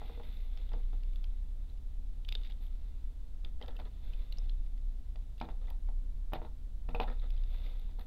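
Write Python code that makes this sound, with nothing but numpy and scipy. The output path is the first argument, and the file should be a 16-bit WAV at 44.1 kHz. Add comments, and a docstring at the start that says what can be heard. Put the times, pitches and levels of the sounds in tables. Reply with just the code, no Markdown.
"""Metal tweezers and an iron tip tick on small parts and knock a wooden board, close to a microphone.
Ticks are rough contacts ringing one short resonance; knocks ring the damped modes of the board.
Scrapes and the rustle of hands and sleeves are noise grains coloured by air, board and microphone port.
Distant machinery hums in low tones, one of them swelling; a small room and hiss lie under it."""
import sys
import numpy as np
from scipy import signal
from scipy.fft import rfft, irfft
from scipy.io import wavfile
from scipy.ndimage import uniform_filter1d

SR = 44100
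rng = np.random.default_rng(int(sys.argv[2]) if len(sys.argv) > 2 else 0)


def put_to_file(sound):
    """Save the sound as 16-bit audio at rate SR, in the file named by the first command-line argument."""
    columns = np.atleast_2d(sound).T  # one column per channel
    safe = np.clip(columns, -1, 1)
    whole_steps = np.round(safe * 32767)
    wavfile.write(sys.argv[1], SR, whole_steps.astype(np.int16))


N = 355666

# Blows that reach the board. Each row: start in seconds, peak level in dB, favoured frequency in Hz,
# fall away from it in dB per octave, time constant of the contact rub in ms.
BLOWS = [(0.017, -36.5, 785, 6, 4.6), (0.097, -39, 475, 14, 2.9), (0.176, -43.5, 475, 20, 2.6),
         (0.199, -38, 490, 0.5, 6.3), (0.719, -42, 570, -4, 3.7), (0.738, -35.5, 495, 10, 0.87),
         (0.932, -44, 510, -1, 1.5), (1.24, -57, 454, -3, 5.4), (2.322, -56, 800, 25, 3.7),
         (3.451, -53, 590, -12, 1.9), (3.614, -38, 510, 16, 3), (3.684, -42, 507, 3, 2),
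         (3.792, -41, 920, 5, 5), (3.8, -38, 960, 10, 3.9), (4.382, -48.5, 545, 7, 1.5),
         (5.157, -47.5, 665, 16, 1.3), (5.413, -26.5, 790, 5.5, 1.1), (5.426, -40, 241, 9, 1.6),
         (5.488, -35.5, 830, 3, 5.4), (5.641, -53, 829, 2, 3), (5.684, -47, 780, 10, 3.2),
         (5.709, -48, 825, 32, 5.4), (5.874, -60, 700, 5, 2), (5.888, -44.5, 760, 12, 2.6),
         (6.322, -37.5, 790, 0, 3.8), (6.334, -23.5, 810, 2.5, 2.6), (6.358, -35.5, 805, 14, 3.4),
         (6.418, -35, 467, 6, 6.7), (6.449, -38.5, 830, 6, 9.2), (6.889, -32.5, 710, 1.5, 1.2),
         (6.947, -26, 530, 8, 2.1), (6.961, -69, 800, 8, 3.6), (7.0, -20.5, 860, 7.5, 3.8),
         (7.011, -29, 830, 39, 0.97), (7.101, -37, 870, 2, 6.8), (7.892, -52.5, 594, 0, 3.5),
         (7.988, -46, 524, 7, 1.3)]
# Board modes. Each row: frequency in Hz, gain in dB.
BOARD_MODES = [(160, -2.5), (244, 1.5), (330, -1), (478, 3.5), (633, 1.5), (742, 3.5), (823, 3), (898, 0.5),
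               (997, -2), (1140, -8), (1304, -3), (1560, -9.5), (1790, -4.5), (2030, -8.5), (2250, -11),
               (2590, -30), (3200, -30)]
# Motion of skin and cloth. Each row: time in seconds, level in dB.
HAND_MOTION = [(0.0, -65), (0.24, -65), (0.36, -70.5), (1.12, -74.5), (1.6, -81.5), (2.3, -83.5),
               (2.85, -76.5), (3.3, -86.5), (3.8, -86.5), (4.06, -68), (4.25, -70.5), (4.47, -72),
               (4.62, -81.5), (5.2, -85), (6.8, -95), (7.12, -74.5), (7.4, -71.5), (7.67, -61.5),
               (7.8, -71), (8.06, -81)]


def undb(db):
    """Amplitude ratio from dB."""
    return 10 ** (np.asarray(db) / 20)


def unit(x):
    """Scale to rms 1."""
    return x / np.sqrt(np.mean(x ** 2))


def band(x, hz, width_hz):
    """Two-pole resonance, gain 1 at the centre."""
    b, a = signal.iirpeak(min(hz, 0.45 * SR), hz / width_hz, fs=SR)
    return signal.lfilter(b, a, x)


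def walk(rate_hz):
    """Random levels held for 1 / rate_hz seconds, then slewed; rms about 1."""
    hold = int(SR / rate_hz)
    steps = np.repeat(rng.standard_normal(N // hold + 1), hold)
    return unit(uniform_filter1d(steps, hold)[:N])


def curve(table):
    """Interpolate (time, level) rows to every sample."""
    time_s, level_db = np.transpose(table)
    return np.interp(np.arange(N) / SR, time_s, level_db)


def add(out, start_s, grain, peak_db):
    """Mix in one grain, scaled to its peak level."""
    i = int(start_s * SR)
    grain = grain[:len(out) - i]
    out[i:i + len(grain)] += undb(peak_db) * grain / np.abs(grain).max()


def hum():
    """Machine and mains hum: steady sines, close ones beating, plus one sine that swells and fades."""
    # Each row: frequency in Hz, level in dB rms.
    steady_tones = [(27.08, -49.3), (32.66, -53.4), (38.78, -46.2), (58.21, -63.5), (58.73, -58.6),
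                    (60.01, -58), (65.03, -67.8), (67.89, -53.6), (108.26, -69.5), (120.04, -75),
                    (260.3, -76)]
    # Level of the swelling tone. Each row: time in seconds, level in dB rms.
    swell_levels = [(0.0, -46), (0.24, -44), (0.45, -37), (0.85, -32), (1.39, -34.5), (1.7, -43),
                    (2.31, -36), (2.8, -38), (3.1, -42), (3.85, -43.5), (4.5, -32.5), (5.0, -37),
                    (5.37, -45.5), (5.79, -33.5), (6.2, -35), (6.55, -48.5), (6.95, -35), (7.41, -31),
                    (8.06, -40.5)]
    swell_hz = 29.8
    t = np.arange(N) / SR
    tones = undb(curve(swell_levels)) * np.sin(2 * np.pi * swell_hz * t)
    for hz, rms_db in steady_tones:
        tones += undb(rms_db) * np.sin(2 * np.pi * (hz * t + rng.random()))
    return np.sqrt(2) * tones  # rms to amplitude


def floor():
    """Room air and microphone hiss: Gaussian noise shaped in the spectrum."""
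    # Each row: frequency in Hz, density in dB per Hz.
    hiss_density = [(15, -55), (30, -66.5), (54, -69), (76, -80), (100, -79.5), (140, -88), (240, -88.5),
                    (350, -99), (700, -104), (1200, -112), (2500, -115), (3700, -112), (5000, -118),
                    (9000, -121), (15500, -124)]
    table_hz, table_db = np.transpose(hiss_density)
    hz = np.maximum(np.arange(N // 2 + 1) * SR / N, 1)
    density_db = np.interp(np.log(hz), np.log(table_hz), table_db)
    spectrum = rfft(rng.standard_normal(N)) * undb(density_db)
    return irfft(spectrum * np.sqrt(SR / 2), N)


def port(x):
    """Upper resonances of the microphone port, three filter stages each."""
    # Each row: frequency in Hz, width of the first stage in Hz (the others are twice as wide), gain in dB.
    port_peaks = [(11900, 800, 1), (12770, 2600, 9)]
    out = 0
    for hz, width_hz, db in port_peaks:
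        narrow = band(x, hz, width_hz)
        out = out + undb(db) * band(band(narrow, hz, 2 * width_hz), hz, 2 * width_hz)
    return out


def dull(x, cutoff_hz=4380.0):
    """Sixth-order lowpass: the microphone hears little between its resonances."""
    return signal.sosfilt(signal.butter(6, cutoff_hz, fs=SR, output="sos"), x)


def rubbing(grains):
    """Grains heard directly, through the board modes and through the port, each at rms 1."""
    # Each row: frequency in Hz, width of the first stage in Hz (the second is twice as wide), gain in dB.
    direct_peaks = [(2260, 1420, 7), (3500, 380, 10), (3130, 1800, 4), (1510, 550, -46)]
    direct, board = 0, 0
    for hz, width_hz, db in direct_peaks:
        direct = direct + undb(db) * band(band(grains, hz, width_hz), hz, 2 * width_hz)
    for k, (hz, db) in enumerate(BOARD_MODES):
        board = board + (-1) ** k * undb(db) * band(grains, hz, 0.18 * hz)  # alternating signs
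    return unit(dull(direct)), unit(dull(board, 2310.0)), unit(port(grains))


def rustle():
    """Skin and cloth: dense noise grains, one motion flickering in all three ranges."""
    board_db, top_db = -0.2, -16  # relative to the direct part
    rest_db = -82  # hands resting on the board keep its part above this
    flicker_db = 1.5 * walk(30) + 1.5 * walk(250)
    direct, board, top = rubbing(rng.standard_normal(N) * undb(flicker_db))
    motion = undb(curve(HAND_MOTION))
    board_level = np.hypot(motion * undb(board_db), undb(rest_db))
    return motion * (direct + undb(top_db) * top) + board_level * board


def rub(grit, ms, db):
    """Rough rub that swells for ms and lets go; db sets its energy against a unit impulse."""
    u = 1000 * np.arange(len(grit)) / SR / max(ms, 0.1)
    rough = grit * u * np.exp(-u)
    return undb(db) * rough / np.linalg.norm(rough)


def contact(grit, ms, grit_db):
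    """Contact force: one clean unit impulse plus a rub."""
    force = rub(grit, ms, grit_db)
    force[0] += 1
    return force


def knocks():
    """Blows ring the damped board modes, most near the favoured frequency, while the part chatters."""
    cycles_to_60_db = 42  # wood damps every mode by 60 dB in this many cycles
    build_s = 0.00013  # the ring builds as the wave spreads
    # Random spread of mode levels and of mode frequencies, drawn anew for each blow.
    scatter_db, detune_share = 1.2, 0.0029
    grit_db, chatter_db, chatter_ms = -6, -7, 15.8  # the struck part chatters on the same spot
    out, t = np.zeros(N), np.arange(8192) / SR
    mode_hz, mode_db = np.transpose(BOARD_MODES)
    decay = np.exp(-np.log(1000) * np.outer(mode_hz / cycles_to_60_db, t))
    fade = decay * (1 - np.exp(-t / build_s))
    for start_s, peak_db, near_hz, fall_db, rub_ms in BLOWS:
        scatter, detune = rng.standard_normal((2, len(BOARD_MODES)))
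        rough, chatter = rng.standard_normal((2, 4096))
        octaves_away = np.abs(np.log2(mode_hz / near_hz))
        share_db = mode_db - fall_db * octaves_away + scatter_db * scatter
        shifted_hz = mode_hz * (1 + detune_share * detune)
        rings = np.sin(2 * np.pi * np.outer(shifted_hz, t)) * fade
        force = contact(rough, rub_ms, grit_db) + rub(chatter, chatter_ms, chatter_db)
        knock = signal.fftconvolve(undb(share_db) @ rings, force)
        add(out, start_s, dull(knock), peak_db)
    return out


def scrapes():
    """Dragged parts and wires, and parts rattling after each blow: coarse grains that thin out."""
    # Each row: start in seconds, length in seconds, level of the direct part in dB at full swell,
    # board part in dB relative to it, top end in dB relative to it.
    drags = [(0.212, 0.38, -70, -23, -10), (0.561, 0.096, -66.5, -0.5, -31), (2.29, 0.16, -66.5, 1, -14),
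             (2.434, 0.073, -63, -22, -21), (2.492, 0.049, -61, -5.5, -22), (2.6, 0.12, -71.5, 0, -7),
             (3.439, 0.053, -66.5, 10.5, -27), (3.59, 0.25, -72.5, 13, -17),
             (3.844, 0.051, -70.5, 8.5, -29), (4.038, 0.024, -71, -16, -8), (5.384, 0.022, -68, -17, -14),
             (5.59, 0.2, -72, 6.5, -20), (2.274, 0.046, -69, -3, -20), (3.787, 0.028, -60, 3, -22),
             (5.48, 0.027, -72.5, 11.5, -28), (6.45, 0.024, -76, 13.5, -25), (6.987, 0.061, -77, 6, -30),
             (7.069, 0.073, -64.5, 14, -21), (7.212, 0.081, -66, 6.5, -27), (7.483, 0.065, -70.5, -7, -8),
             (7.979, 0.085, -72.5, 7, -7)]
    # One row: length in seconds, level in dB relative to the blow's peak,
    # board part and top end in dB relative to the rattle's direct part.
    rattle = (0.05, -34, 4, -23)
    rattle_s, under_blow_db, rattle_board_db, rattle_top_db = rattle
    rattles = [(start_s, rattle_s, peak_db + under_blow_db, rattle_board_db, rattle_top_db)
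               for start_s, peak_db, *_ in BLOWS]
    slip_db = 3.5 * walk(300) + 3 * walk(90)  # stick-slip
    parts = rubbing(rng.standard_normal(N) * undb(slip_db))
    gains = np.zeros((3, N))
    for start_s, length_s, db, board_db, top_db in drags + rattles:
        i, u = int(start_s * SR), np.linspace(0, 1, int(length_s * SR))
        shape = np.minimum(u / 0.15, 1) * np.minimum((1 - u) / 0.6, 1)  # fast start, slow end
        levels = undb([db, db + board_db, db + top_db])
        gains[:, i:i + len(u)] += np.outer(levels, shape)
    return np.sum(gains * parts, axis=0)


def faint_ticks():
    """Rows of faint ticks at random moments that crowd where the rustle is loud."""
    count, least_db, spread_db = 16, -62, 2  # levels spread exponentially upward in dB
    low_hz, high_hz = 2000, 3800
    top_db, snap_db = -24, -4
    busy = np.cumsum(undb(curve(HAND_MOTION) / 2))
    when, size, pitch = rng.random((count, 3)).T
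    start_s = np.searchsorted(busy / busy[-1], when) / SR
    peak_db = least_db - spread_db * np.log(size)
    ring_hz = low_hz + (high_hz - low_hz) * pitch
    return [(s, db, hz, top_db, snap_db) for s, db, hz in zip(start_s, peak_db, ring_hz)]


def ticks():
    """A millisecond contact rings one short resonance over a broad snap; its edge excites the port."""
    # Each row: start in seconds, peak level of ring and snap in dB, ring frequency in Hz,
    # peak of the top end in dB relative to that level, gain of the snap in dB.
    metal_ticks = [(0.234, -53, 2050, -18, -4), (0.5744, -44, 3660, -22, 3), (0.6916, -53, 3500, -35, -15),
                   (0.733, -48, 1980, -24, 1), (1.034, -50, 2190, -15, -6), (1.1336, -55.5, 2330, -10, -4),
                   (1.1585, -48, 3500, -11, -11), (1.2422, -43, 2480, -16, 12),
                   (1.6987, -57, 3820, -23, -19), (2.2486, -48.5, 3380, -23, -13),
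                   (2.2845, -47, 4000, -25, -5), (2.2885, -32, 3600, -17, -10),
                   (2.3241, -30, 3500, -21, -10), (2.3517, -28, 3600, -29, -13.5),
                   (2.434, -47.5, 3500, -32, -12), (2.4563, -50, 3520, -34, -13),
                   (2.448, -49, 3600, -32, -10), (2.472, -55, 3600, -32, -6), (2.5092, -51, 2980, -29, -13),
                   (2.521, -49, 3600, -31, -12), (2.666, -59, 3280, 0, -14),
                   (3.4476, -39.5, 3450, -26, -12), (3.6142, -45, 2040, -33, -6),
                   (3.6245, -42.5, 3250, -34, -13), (3.661, -53, 3300, -30, -8),
                   (3.6813, -45, 3750, -13, -6), (3.709, -58, 3330, -27, -14), (3.766, -48, 2730, -13, -14),
                   (3.798, -48, 2050, -16, -9), (3.853, -55, 3400, -21, -21), (4.135, -47, 2550, -36, -10),
                   (4.3245, -40, 4240, -10, -10.5), (4.372, -55, 4360, -26, -19),
                   (4.3844, -43, 5320, -21, -13), (4.444, -63, 2100, -24, -13),
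                   (4.4954, -42, 3870, -24, -8), (4.7782, -55, 2030, -23, 3),
                   (5.1585, -49.5, 1880, -32, -6), (5.3803, -56, 2780, -7, -9),
                   (5.4012, -44, 3480, -13, -12), (5.4142, -37, 2180, -38, -7), (5.49, -52, 2000, -28, -5),
                   (5.681, -57, 2090, -12, -27), (5.7025, -46.5, 1970, -1.5, 2),
                   (5.8726, -62, 2030, -7, -15), (5.888, -58, 1970, -25, -9),
                   (6.3345, -35.5, 2600, -6.5, -9), (6.8906, -48.5, 2580, -11, -14),
                   (6.9488, -35.5, 2580, -18, -20), (7.001, -29, 2560, -23, -19.5),
                   (7.1, -51, 2120, -28, -9), (7.1963, -51.5, 3830, -32, -20),
                   (7.2192, -55, 2050, -26, -15), (7.3046, -45, 2880, -13, 3),
                   (7.3766, -54, 3230, -23, -12), (7.4362, -52, 3740, -28, -7), (7.664, -50, 2170, -24, -4),
                   (7.796, -55, 3780, -3, -10)]
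    rub_ms = 0.89
    out = np.zeros(N)
    for start_s, peak_db, ring_hz, top_db, snap_db in metal_ticks + faint_ticks():
        force = contact(rng.standard_normal(2048), rub_ms, grit_db=0.0)
        ring = band(band(force, ring_hz, 0.16 * ring_hz), ring_hz, 0.13 * ring_hz)
        broad = band(force, 3070.0, 1300.0) + undb(-4.5) * band(force, 4720.0, 280.0)
        snap = dull(broad, 5020.0)
        add(out, start_s, ring + undb(snap_db) * snap, peak_db)
        add(out, start_s, port(force), peak_db + top_db)
    return out


def room(x):
    """Small room: dense noise echoes that fade in, decay and lack treble, added to the direct sound."""
    t60_s, tail_db, dull_hz, rise_s = 0.3, -21, 3750, 0.0016
    t = np.arange(SR // 2) / SR
    decay = np.exp(-np.log(1000) * t / t60_s)
    tail = rng.standard_normal(len(t)) * decay * np.minimum(t / rise_s, 1)
    b, a = signal.butter(2, dull_hz, fs=SR)
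    tail = signal.lfilter(b, a, tail)
    tail /= np.linalg.norm(tail)
    return x + undb(tail_db) * signal.fftconvolve(x, tail)[:N]


def scene():
    """Only the contacts excite the room; rustle, hum and hiss are added without echoes."""
    contacts = ticks() + knocks() + scrapes()
    return (room(contacts) + rustle() + hum() + floor())[None]


def record(dry):
    """The recorder cuts the top steeply, with an elliptic lowpass."""
    top_hz = 15750
    return signal.sosfilt(signal.ellip(10, 0.2, 80, top_hz, fs=SR, output="sos"), dry)


dry = scene()
out = record(dry)
put_to_file(out)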